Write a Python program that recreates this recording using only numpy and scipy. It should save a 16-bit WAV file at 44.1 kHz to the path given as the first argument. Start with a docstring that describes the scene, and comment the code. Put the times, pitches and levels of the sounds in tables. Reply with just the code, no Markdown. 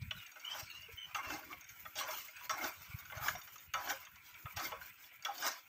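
"""A yard before a brick wall, outdoors: a hand-turned chaff cutter works while light wind bumps the microphone.
Each blade knocks against the mouth plate, a rattling contact that rings the modes of the cast iron.
It then shears through green stalks: random snaps and rubbing noise swell to a crunch and shake the iron.
Gears tick and loose stalks rustle between strokes; near the start something squeaks, a rough gliding tone.
Streaky hiss and the wheel's narrow whirr lie underneath; the wall answers the knocks and squeaks."""
import sys
import numpy as np
from scipy import signal
from scipy.fft import rfft, irfft, next_fast_len
from scipy.io import wavfile
from scipy.ndimage import uniform_filter1d, map_coordinates

SR = 44100
rng = np.random.default_rng(int(sys.argv[2]) if len(sys.argv) > 2 else 0)


def to_wav(s):
    """Save 16-bit WAV."""
    ch = np.atleast_2d(s).T  # columns
    pcm = np.round(np.clip(ch, -1, 1) * 32767)  # PCM
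    wavfile.write(sys.argv[1], SR, pcm.astype(np.int16))


N = 250466

# wind on the microphone, before the low cut: t/s, level/dB
BUFFET = [(0.0, -48), (0.03, -43.5), (0.33, -80.5), (0.5, -74), (0.82, -60), (0.98, -72), (1.23, -71),
          (1.47, -64), (1.66, -68), (2.04, -70), (2.17, -77), (2.4, -76.5), (2.55, -66), (3.35, -57),
          (3.59, -69), (4.73, -63), (5.19, -77.5), (5.68, -81)]
# spectrum of the wind, before the low cut: f/Hz, density/dB per Hz
RUMBLE = [(15, -61), (25, -4), (91, 5.5), (125, -0.5), (199, -7.5), (240, -18), (310, -70), (530, -120)]
# single bumps on the microphone: middle t/s, envelope peak level/dB, f/Hz
BUMPS = [(0.027, -34.5, 111), (0.089, -44, 89), (0.634, -46.5, 102), (0.942, -49.5, 80.5),
         (1.277, -50.5, 75.6), (2.902, -48, 99), (2.949, -36, 110), (3.176, -41, 102), (3.219, -42.5, 110),
         (4.457, -40.5, 106), (4.575, -43.5, 100)]
BUMP_CYCLES = 0.64  # from a bump's middle to 1/e of its envelope
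# spectrum of the steady outdoor hiss, before its streaks: f/Hz, density/dB per Hz
YARD = [(120, -49), (200, -18), (875, -26), (994, -6.5), (1190, -91), (1330, 8), (1810, 0.5), (2260, 10.5),
        (4120, -12), (6490, -22), (7240, -52), (7930, -3.5), (9340, -30.5), (14700, -16), (15600, -10.5)]
# mean level of the hiss, before its flutter: t/s, level/dB
YARD_LEVEL = [(0, -61), (.8, -60), (1.7, -61.5), (2.8, -60), (3.6, -62), (4.3, -62.5), (5.1, -61.5),
              (5.68, -65)]
# thin bands in which the turning wheel whirrs: f/Hz, width/Hz, relative level/dB
WHIRR = [(991, 32, -4.5), (1349, 36, -3.5), (2305, 43, -0.5)]
WHIRR_DB = -10.5  # over the hiss, on average

# The strokes, rustles and idle wheel give drive levels, before each layer's own gain.
# strokes of a blade through the stalks: entry t/s, rise/s, entry level/dB, entry crackle over it/dB,
# time on to the thick of the bundle/s, level there/dB, swell/dB per s, release/dB per s,
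# then at the thick, over the iron: crackle/dB, spray/dB, stand/dB
STROKES = [(.47, 0.044, -47.5, -2.5, 0.14, -49, 127, 304, 4, -4, -16),
           (1.148, 0.012, -42, -5.5, 0.19, -39.5, 111, 191, -6, -13, -8),
           (1.949, .04, -39, 4, 0.19, -46, 141, 130, 1, -6, -18.5),
           (2.496, 0.015, -38.5, -2, 0.15, -35.5, 140, 169, -7.5, -13, -13),
           (3.10, 0.069, -44, -10, 0.17, -37, 247, 173, -6, -5.5, -23),
           (3.738, 0.0057, -41.5, -10, 0.17, -34.5, 119, 244, -7, -14.5, -17),
           (4.56, 0.0092, -41.5, -1, 0.095, -42.5, 151, 173, -2, -8, -10.5),
           (5.248, 0.0037, -47, -0.5, .22, -33.5, 201, 168, -1.5, -12, -20.5)]
# rows iron, crackle, spray, stand: fade of the entry/dB per s, factor on swell and release
EFFORT_SLOPES = [(59.6, 1.15), (231, 1.14), (298, 0.91), (30, 2.05)]
ENTRY_SPRAY_DB, ENTRY_STAND_DB = -10.5, -32  # over the iron; spray also takes half the entry crackle
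# loose stalks shifting in the trough between strokes: middle t/s,
# iron level/dB, crackle level/dB, spray level/dB, stand level/dB, half length/s
RUSTLES = [(0.022, -65, -57, -73, -68, 0.0067), (0.187, -65, -63, -66, -83, 0.047),
           (0.42, -61.5, -64, -64.5, -83, 0.065), (0.653, -69, -56, -66, -82, .03),
           (0.757, -62, -58.5, -76, -79, 0.039), (0.933, -79, -58.5, -61, -81, 0.018),
           (1.09, -58.5, -64.5, -85, -88, 0.036), (1.483, -74, -63, -63, -64.5, 0.07),
           (1.52, -50.5, -59, -64, -70, 0.022), (1.71, -73, -63, -60, -87, 0.027),
           (1.9, -66, -68, -59, -79.5, 0.12), (2.188, -73, -52, -54, -93, 0.092),
           (2.439, -52.5, -54.5, -56, -93, 0.034), (2.776, -64, -58, -61.5, -96, 0.15),
           (3.004, -62, -70, -60.5, -85, 0.22), (3.363, -49.5, -77, -72, -75, 0.03),
           (3.527, -69, -68, -63, -91, 0.11), (3.642, -65, -81, -59.5, -91, 0.027),
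           (4.02, -56, -61, -57, -83, 0.022), (4.286, -65.5, -59.5, -63.5, -84, 0.043),
           (4.425, -68, -85, -62.5, -78, 0.052), (4.522, -58.5, -64, -53.5, -90, 0.016),
           (4.743, -51.5, -82, -84, -80, 0.061), (4.851, -57.5, -57.5, -55, -90, 0.03),
           (5.034, -67, -59.5, -61.5, -92, 0.038), (5.394, -66, -51.5, -55, -65, 0.058)]
RUSTLE_EDGE_DB = 5.5  # fall from the middle to the half length
# the turning wheel alone: levels/dB of iron, crackle, spray, stand
IDLE_DB = [-74.5, -109, -67.5, -89.5]
# spectrum of breaking stalks, before its streaks: f/Hz, density/dB per Hz
CRUNCH = [(240, -70), (400, -7.5), (491, -16), (595, -1.5), (798, 7), (918, 5.5), (1200, 13.5),
          (3900, -23.5), (5650, -20), (8500, -31), (11000, -112), (18700, -120)]
# finest fibre noise as the microphone colours it, before its streaks: f/Hz, density/dB per Hz
SPRAY = [(4410, -7), (7500, 5), (8000, -23), (9260, -7.5), (11300, -7.5), (14500, 11.5), (14900, 17.5),
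         (15600, -20)]
# free modes of cast wheel, blades and trough: f/Hz, relative level/dB, t60/s
IRON = [(467, -13.5, 0.21), (538.5, -13, 0.3), (632, -2, 0.14), (725.7, -3, 0.11), (808.7, -0.5, 0.088),
        (1000, -9, 0.56), (1105, -4, 0.26), (1250, -7.5, 0.2), (1323.3, -1.5, 0.14), (1462, 4, 0.059),
        (1531, 6, 0.066), (1651, 2.5, 0.073), (1860, 0.5, 0.1), (2116, 4, 0.12), (2311, 2, 0.075),
        (2780, 16.5, 0.018), (2844, 0, 0.026), (2892, -3, 0.073), (3000, 3, 0.063), (3429, 0.5, 0.14),
        (3670, -9.5, 0.08), (4050, -25, 0.09), (4600, 2, 0.024), (5600, -28, 0.07), (5670, -5.5, 0.16),
        (6430, 7, 0.027), (6710, 4, 0.026)]
# the stand's low modes, for one of two passes: f/Hz, width/Hz, relative level/dB
STAND_MODES = [(324.4, 124, 10.5), (229, 49, 5.5)]

# knocks of blade, gears and stalks, before the final band filter: t/s, peak level of the middle modes/dB,
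# treble over it/dB, body over it/dB, loudest region f/Hz, share of the free ring time
KNOCKS = [(0.109, -27.5, -18.5, -22, 2670, 0.35), (0.3567, -45.5, -19, -8.5, 1380, 0.89),
          (0.545, -41.5, -15, -1.5, 1100, 0.62), (0.8835, -59.5, -6, 11, 468, 0.24),
          (1.1464, -29, -7.5, -14.5, 1260, 0.74), (1.3029, -33, -7, -8.5, 1560, 0.41),
          (1.3374, -45, 2, 4.5, 844, 1.45), (1.4278, -46, -12, -16, 1570, 1.3),
          (1.5275, -37.5, -23, -15, 2310, 0.42), (1.6891, -48.5, 1.5, -39, 2330, 1.2),
          (1.8517, -37.5, -19, -13, 1270, 0.49), (1.955, -46, 5, 2, 760, 1.1),
          (1.9847, -36, -10, -5, 3430, 1.1), (2.083, -34, -23, -4, 630, 0.48),
          (2.1084, -40, 2.5, -28, 2150, 0.42), (2.2815, -46, -4, -15, 2180, 0.64),
          (2.4071, -45, -18, -36, 990, 0.37), (2.4942, -25.5, -7, -15, 1230, 0.71),
          (2.6411, -35.5, 0.5, 0, 1660, 0.54), (3.0522, -47, -3.5, -28, 1410, 1),
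          (3.0985, -41.5, -30, -17, 1450, 0.79), (3.1208, -37.5, -35, -8, 1035, 0.31),
          (3.1707, -39, -8, -10, 1430, 1.5), (3.2823, -22.5, -10, -31, 1610, 0.31),
          (3.3494, -43, -11, 3.5, 677, 0.34), (3.4742, -45.5, -7, -19.5, 1394, 0.45),
          (3.5569, -45, -5.5, -15, 1204, 0.16), (3.7372, -26.5, -6.5, -12.5, 1240, 1.07),
          (3.8734, -34, -14, -5, 1410, 0.3), (3.8969, -37, 2.5, -1, 805, 0.8),
          (4.0668, -46.5, -26, -30, 1360, 0.28), (4.1572, -53.5, 1.5, -16, 2120, 0.38),
          (4.3411, -49.5, -6, -16, 3270, 0.57), (4.4557, -37.5, -34, -13.5, 1300, 0.46),
          (4.5691, -39, -7, 0, 800, 1.6), (4.595, -43, -3, 1, 700, 0.66), (4.6477, -38, -5, -35, 2110, 1.1),
          (4.7183, -35, -32, -3, 1120, 0.61), (4.8122, -40.5, -20, -34, 1485, .7),
          (5.04, -49.5, -10, -25, 3320, 0.4), (5.1135, -50.5, -29, -12.5, 2270, 0.35),
          (5.193, -56, -20, -19, 2336, .6), (5.2491, -29.5, -3, -23, 3270, 0.23),
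          (5.2553, -32.5, -30, -14.5, 1300, 1.1), (5.2842, -46, -10, 13, 750, 1.3),
          (5.3788, -52.5, 11, 5, 700, 0.72), (5.4229, -35, -2, -4.5, 1580, 1.1),
          (5.4647, -31, 3, -6.5, 1970, 0.26)]
CONTACT_S = .0045  # time scale of a knock's rattle, strongest at half of it
SNAP_DB, SNAP_S = -11, .012  # drive of the dry crack over the knock's treble; its t60
# faint gear ticks: strongest level, treble and body over the level, base of the loudest region, ring share
TICK_DB, TICK_TREBLE_DB, TICK_BODY_DB, TICK_HZ, TICK_RING = -53.5, 7.5, -12, 2080, 0.98
# squeaks, before tremble and flutter: start t/s, length/s, first f/Hz, last f/Hz, level/dB, roughness 0-1
SQUEAKS = [(0.18, 0.085, 2950, 2820, -58, 0.9), (.445, 0.0986, 2950, 3200, -45, 0.68),
           (.69, 0.18, 2735, 2810, -53, .97), (.973, .09, 3060, 3000, -48.5, 0.42),
           (1.23, 0.11, 2800, 2600, -52.5, 0.3), (0.16, 0.046, 4000, 3630, -58.5, .8),
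           (.655, 0.08, 4500, 4180, -60.5, 1), (0.7, .07, 3800, 4000, -64, 0.87),
           (0.67, 0.12, 6540, 6400, -68, 1)]
SQUEAK_EDGE_DB = 1  # droop half a length away from the strongest point, at 60 % of the squeak
# answer of brick wall and yard: f/Hz, t60/s
WALL = [(300, 0.12), (2000, 0.36), (10000, 0.44)]
NOTCH_HZ, NOTCH_WIDTH_HZ, NOTCH_DB = 7280, 175, -11  # a dip of the microphone
TOP_HZ = 15720  # its band limit


def amp(db):
    """dB to gain."""
    return 10 ** (np.asarray(db) / 20)


def unit(x):
    """Scaled to rms 1."""
    return x / np.sqrt(np.mean(x ** 2) + 1e-20)


def along(points, hz):
    """(Hz, value) points read on a log frequency axis."""
    f, v = np.transpose(points)
    return np.interp(np.log(hz + 1), np.log(f + 1), v)


def curve(points):
    """(s, value) points as one value per sample."""
    s, v = np.transpose(points)
    return np.interp(np.arange(N) / SR, s, v)


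def wobble(rate):
    """A smooth random curve, rate knots a second."""
    knots = rng.standard_normal(int(N * rate / SR) + 4)
    return map_coordinates(knots, [np.arange(N) * rate / SR])


def filtered(x, response):
    """x times a complex response of frequency."""
    m = next_fast_len(x.shape[-1] + SR // 2)
    return irfft(rfft(x, m) * response(np.fft.rfftfreq(m, 1 / SR)), m)[..., :x.shape[-1]]


def coloured(x, spectrum):
    """x filtered by a spectrum in dB, rms 1."""
    return unit(filtered(x, lambda hz: amp(along(spectrum, hz))))


def modes(rows):
    """The causal response of (Hz, width, dB) resonances, with alternating signs."""
    return lambda f: sum((-1) ** k * amp(db) * 1j * f * w / (c * c - f * f + 1j * f * w)
                         for k, (c, w, db) in enumerate(rows))


def snaps(rate, spread_db, bed):
    """Fibres snapping at random moments, a few much louder, over a bed of rubbing noise."""
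    happens = rng.random(N) < rate / SR
    size = np.minimum(rng.exponential(size=N), 3.5)
    sign = rng.choice([-1, 1], N)
    rub = rng.standard_normal(N)
    return unit(unit(happens * amp(spread_db * size) * sign) + bed * rub)


def streaky(x, depth_db, hops):
    """Rubbing feeds narrow resonances that come and go: a random gain, fine in pitch and long in time."""
    z = signal.stft(x, nperseg=512, noverlap=384)[2]
    field = uniform_filter1d(rng.standard_normal(z.shape), 2, 0)
    field = uniform_filter1d(field, round(hops), 1)
    gain = amp(depth_db * np.clip(unit(field), -2.5, 1.4))
    return unit(signal.istft(z * gain, nperseg=512, noverlap=384)[1][:N])


def wind():
    """Low noise in lumpy gusts, and short low swings where single gusts bump the microphone."""
    t = np.arange(N) / SR
    buffet = unit(amp(7.3 * wobble(36)) * coloured(rng.standard_normal(N), RUMBLE))
    low_cut = lambda f: (1j * f / 55 / (1 + 1j * f / 55)) ** 2
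    gusts = filtered(amp(curve(BUFFET)) * buffet, low_cut)
    bumps = np.zeros(N)
    for s, db, hz in BUMPS:
        envelope = np.exp(-((t - s) * hz / BUMP_CYCLES) ** 2)
        bumps += amp(db) * envelope * np.sin(2 * np.pi * hz * (t - s))
    return gusts + bumps


def whirr():
    """The turning wheel: snaps and rubbing noise ring thin bands, relative to the hiss."""
    bands = unit(filtered(snaps(900, 2.5, bed=1.2), modes(WHIRR)))
    return amp(WHIRR_DB + 3.8 * wobble(5.7)) * bands


def yard():
    """Streaky, rattling outdoor hiss with the wheel's whirr, fluttering together in level."""
    hiss = streaky(coloured(snaps(600, 1.5, bed=1.0), YARD), depth_db=5.5, hops=17.3)
    return amp(curve(YARD_LEVEL) + 2.7 * wobble(24.05)) * (hiss + whirr())


def effort():
    """Drive of iron, crackle, spray and stand: a fading entry, a swell to the thick of the bundle, a release."""
    t = np.arange(N) / SR
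    power = amp(IDLE_DB)[:, None] ** 2 * np.ones(N)
    for s, rise, entry_db, bright_db, delay, thick_db, swell, release, *over_db in STROKES:
        since, late = t - s, t - s - delay
        opening = np.clip(since / rise, 0, 1) ** 2
        slope_db = np.where(late < 0, swell * late, -release * late)
        first_db = [0, bright_db, ENTRY_SPRAY_DB + bright_db / 2, ENTRY_STAND_DB]
        for k, (lift_db, (fade, steep)) in enumerate(zip([0, *over_db], EFFORT_SLOPES)):
            fallen_db = fade * np.abs(since - rise) + steep * release * np.maximum(late, 0)
            entry = amp(entry_db + first_db[k] - fallen_db)
            thick = amp(thick_db + lift_db + steep * slope_db)
            power[k] += opening * (entry ** 2 + thick ** 2)
    for s, *level_db, half in RUSTLES:
        fall_db = RUSTLE_EDGE_DB * ((t - s) / half) ** 2
        power += amp(np.array(level_db)[:, None] - fall_db) ** 2
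    return 10 * np.log10(power)


def pings(level_db, lo_hz, hi_hz, count, spread_db, damping):
    """Small blows, each ringing one mode of the iron briefly and slightly off pitch."""
    hz, db, t60 = np.transpose([m for m in IRON if lo_hz <= m[0] < hi_hz])
    draw, t = rng.random((count, 4)), np.arange(SR // 16) / SR
    start, mode = (draw[:, 0] * N).astype(int), (draw[:, 1] * len(hz)).astype(int)
    size = amp(db[mode] - spread_db * np.log(draw[:, 2] + 0.026))
    life = damping * t60[mode, None]
    pitch = hz[mode] * (1 + 0.029 * (draw[:, 3] - .5))
    onset = 1 - np.exp(-t / 0.014)
    wave = amp(-60 * t / life) * onset * np.sin(2 * np.pi * pitch[:, None] * t)
    rms = np.sqrt(np.sum((size[:, None] * wave) ** 2) / N)
    wave = wave * (size * amp(level_db[start]) / rms)[:, None]
    place = start[:, None] + np.arange(len(t))
    return np.bincount(place.ravel(), wave.ravel(), N + SR)[:N]


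def shearing():
    """Snapping stalks crunch, spray fine noise and ring the iron, over low noise from its stand."""
    load_db, crackle_db, spray_db, stand_db = effort()
    clumps = 2 * wobble(60)  # dB: stalks give way in bunches

    force = amp(load_db + clumps) * snaps(900, 1.4, bed=1.0)
    iron = modes([(hz, 4.8 / t60, db) for hz, db, t60 in IRON if hz < 2700])
    gain = 1 / np.std(filtered(rng.standard_normal(N), iron))  # white noise would leave at rms 1
    ringing = amp(-11.5) * gain * filtered(force, iron)
    ringing += pings(load_db - 13.0, 500, 2700, count=1200, spread_db=6.0, damping=0.46)

    crunch = streaky(coloured(snaps(3000, 2.5, bed=1.2), CRUNCH), depth_db=7, hops=20)
    low = filtered(crunch, lambda hz: 1 / (1 + (hz / 3000) ** 8))
    dull = amp(load_db + clumps - 7) * unit(low)
    tearing = .8 * clumps + .8 * wobble(35)
    bright = amp(crackle_db + tearing - 4.5) * unit(crunch - low)

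    fine = streaky(coloured(snaps(2500, 3, bed=0.83), SPRAY), depth_db=3.0, hops=12)
    puffs = .8 * clumps + 2.4 * wobble(38)
    spray = amp(spray_db + puffs - 0.06) * fine

    shaken = filtered(rng.standard_normal(N), lambda f: modes(STAND_MODES)(f) ** 2)
    stand = amp(stand_db) * unit(shaken)
    return ringing + dull + bright + spray + stand


def ticks(count):
    """Knock rows for the gear ticks, at random moments, strengths and pitches."""
    return [(a * N / SR, TICK_DB - 6 * b, TICK_TREBLE_DB, TICK_BODY_DB, TICK_HZ * (0.58 + 0.72 * c), TICK_RING)
            for a, b, c in rng.random((count, 3))]


def knocks():
    """Each knock is a short rattling contact that rings the iron's modes at new strengths, with a dry crack."""
    out, crack = np.zeros(N + SR), np.zeros(N + SR)
    t = np.arange(SR // 4) / SR
    hz, level, t60 = np.transpose(IRON)
    body, treble = hz < 900, hz > 3600
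    for s, db, treble_db, body_db, centre_hz, ring in KNOCKS + ticks(count=14):
        # modes near the struck spot's pitch ring louder
        away = np.log(hz / centre_hz)
        place = 11 * np.exp(-(away / 0.084) ** 2) - 9 * np.abs(away)
        draw = rng.standard_normal((2, len(hz)))
        strength = level + place + 3 * draw[0]
        decay = amp(-60 * t / (max(ring, .1) * t60[:, None]))
        pitch = (hz * (1 + 0.0094 * draw[1]))[:, None]
        onset = 1 - np.exp(-t * hz[:, None] / 2.74)
        rings = amp(strength)[:, None] * decay * np.sin(2 * np.pi * pitch * t) * onset

        u = t[:SR // 20] / CONTACT_S
        contact = rng.standard_normal(len(u)) * u * np.exp(-2 * u)
        contact[SR // 2000] += 0.84 * np.linalg.norm(contact)  # a firm touch 0.5 ms into the rattle
        start = round(s * SR)
        for part, part_db in ((body, body_db), (~body & ~treble, 0), (treble, treble_db)):
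            sound = signal.fftconvolve(rings[part].sum(axis=0), contact)[:len(t)]
            out[start:][:len(t)] += amp(db + part_db) * sound / np.max(np.abs(sound))
        crack_db = db + treble_db + SNAP_DB - 60 * t[:len(u)] / SNAP_S
        crack[start:][:len(u)] += amp(crack_db) * rng.standard_normal(len(u))

    low_cut = lambda f: (1j * f / 300 / (1 + 1j * f / 300)) ** 3
    high_cut = lambda f: 1 / (1 - (f / 9000) ** 2 + 1.2j * f / 9000) ** 2
    rung = filtered(out[:N], lambda f: low_cut(f) * high_cut(f))
    return rung + filtered(crack[:N], lambda f: amp(along(SPRAY, f)) * (f > 3000))


def squeaks():
    """Hoarse gliding notes: a trembling tone blurred by narrow noise, with a weak octave."""
    out, t = np.zeros(N), np.arange(N) / SR
    tremble, flutter = wobble(90), wobble(50.66)
    rasp = wobble(250) + 1j * wobble(250)
    for s, length, first_hz, last_hz, db, rough in SQUEAKS:
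        u, rough = np.clip((t - s) / length, 0, 1), np.clip(rough, 0, 1)
        edge = np.clip(np.minimum(u, 1 - u) * length / 0.0013, 0, 1)  # 1.3 ms ramps
        edge = edge * amp(-SQUEAK_EDGE_DB * (2 * u - 1.2) ** 2)
        pitch = (first_hz + (last_hz - first_hz) * u) * (1 + 0.0139 * rough * tremble)
        carrier = np.exp(1j * 2 * np.pi * np.cumsum(pitch) / SR)
        blur = np.sqrt(rough / 2) * amp(0.89 * rough * flutter) * rasp
        tone = (np.sqrt(1 - rough) + blur) * carrier
        octave = amp(-13.5) * (1 - rough) * tone * carrier
        out += np.sqrt(2) * edge * amp(db + 0.45 * flutter) * (tone + octave).real
    return out


def wall(x):
    """The wall answers after 250 samples, about 2 m of extra path; each frequency dies at its own speed."""
    hz, t, z = signal.stft(rng.standard_normal(SR // 2), SR, nperseg=256)
    decay = amp(-60 * t / along(WALL, hz)[:, None])
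    tail = signal.istft(z * decay, SR, nperseg=256)[1]
    return signal.fftconvolve(np.pad(x, (250, 0)), tail / np.linalg.norm(tail))[:N]


def scene():
    """The cutter before the wall, in the wind."""
    background = wind() + yard()
    stalks = shearing()
    near = knocks() + squeaks()
    return (background + stalks + near + amp(-12) * wall(near))[None]


def record(dry):
    """The microphone has a narrow dip and keeps nothing above its band limit."""
    def response(hz):
        dip_db = NOTCH_DB * np.exp(-((hz - NOTCH_HZ) / NOTCH_WIDTH_HZ) ** 2)
        return amp(dip_db) * (hz < TOP_HZ)
    return filtered(dry, response)


dry = scene()
out = record(dry)
to_wav(out)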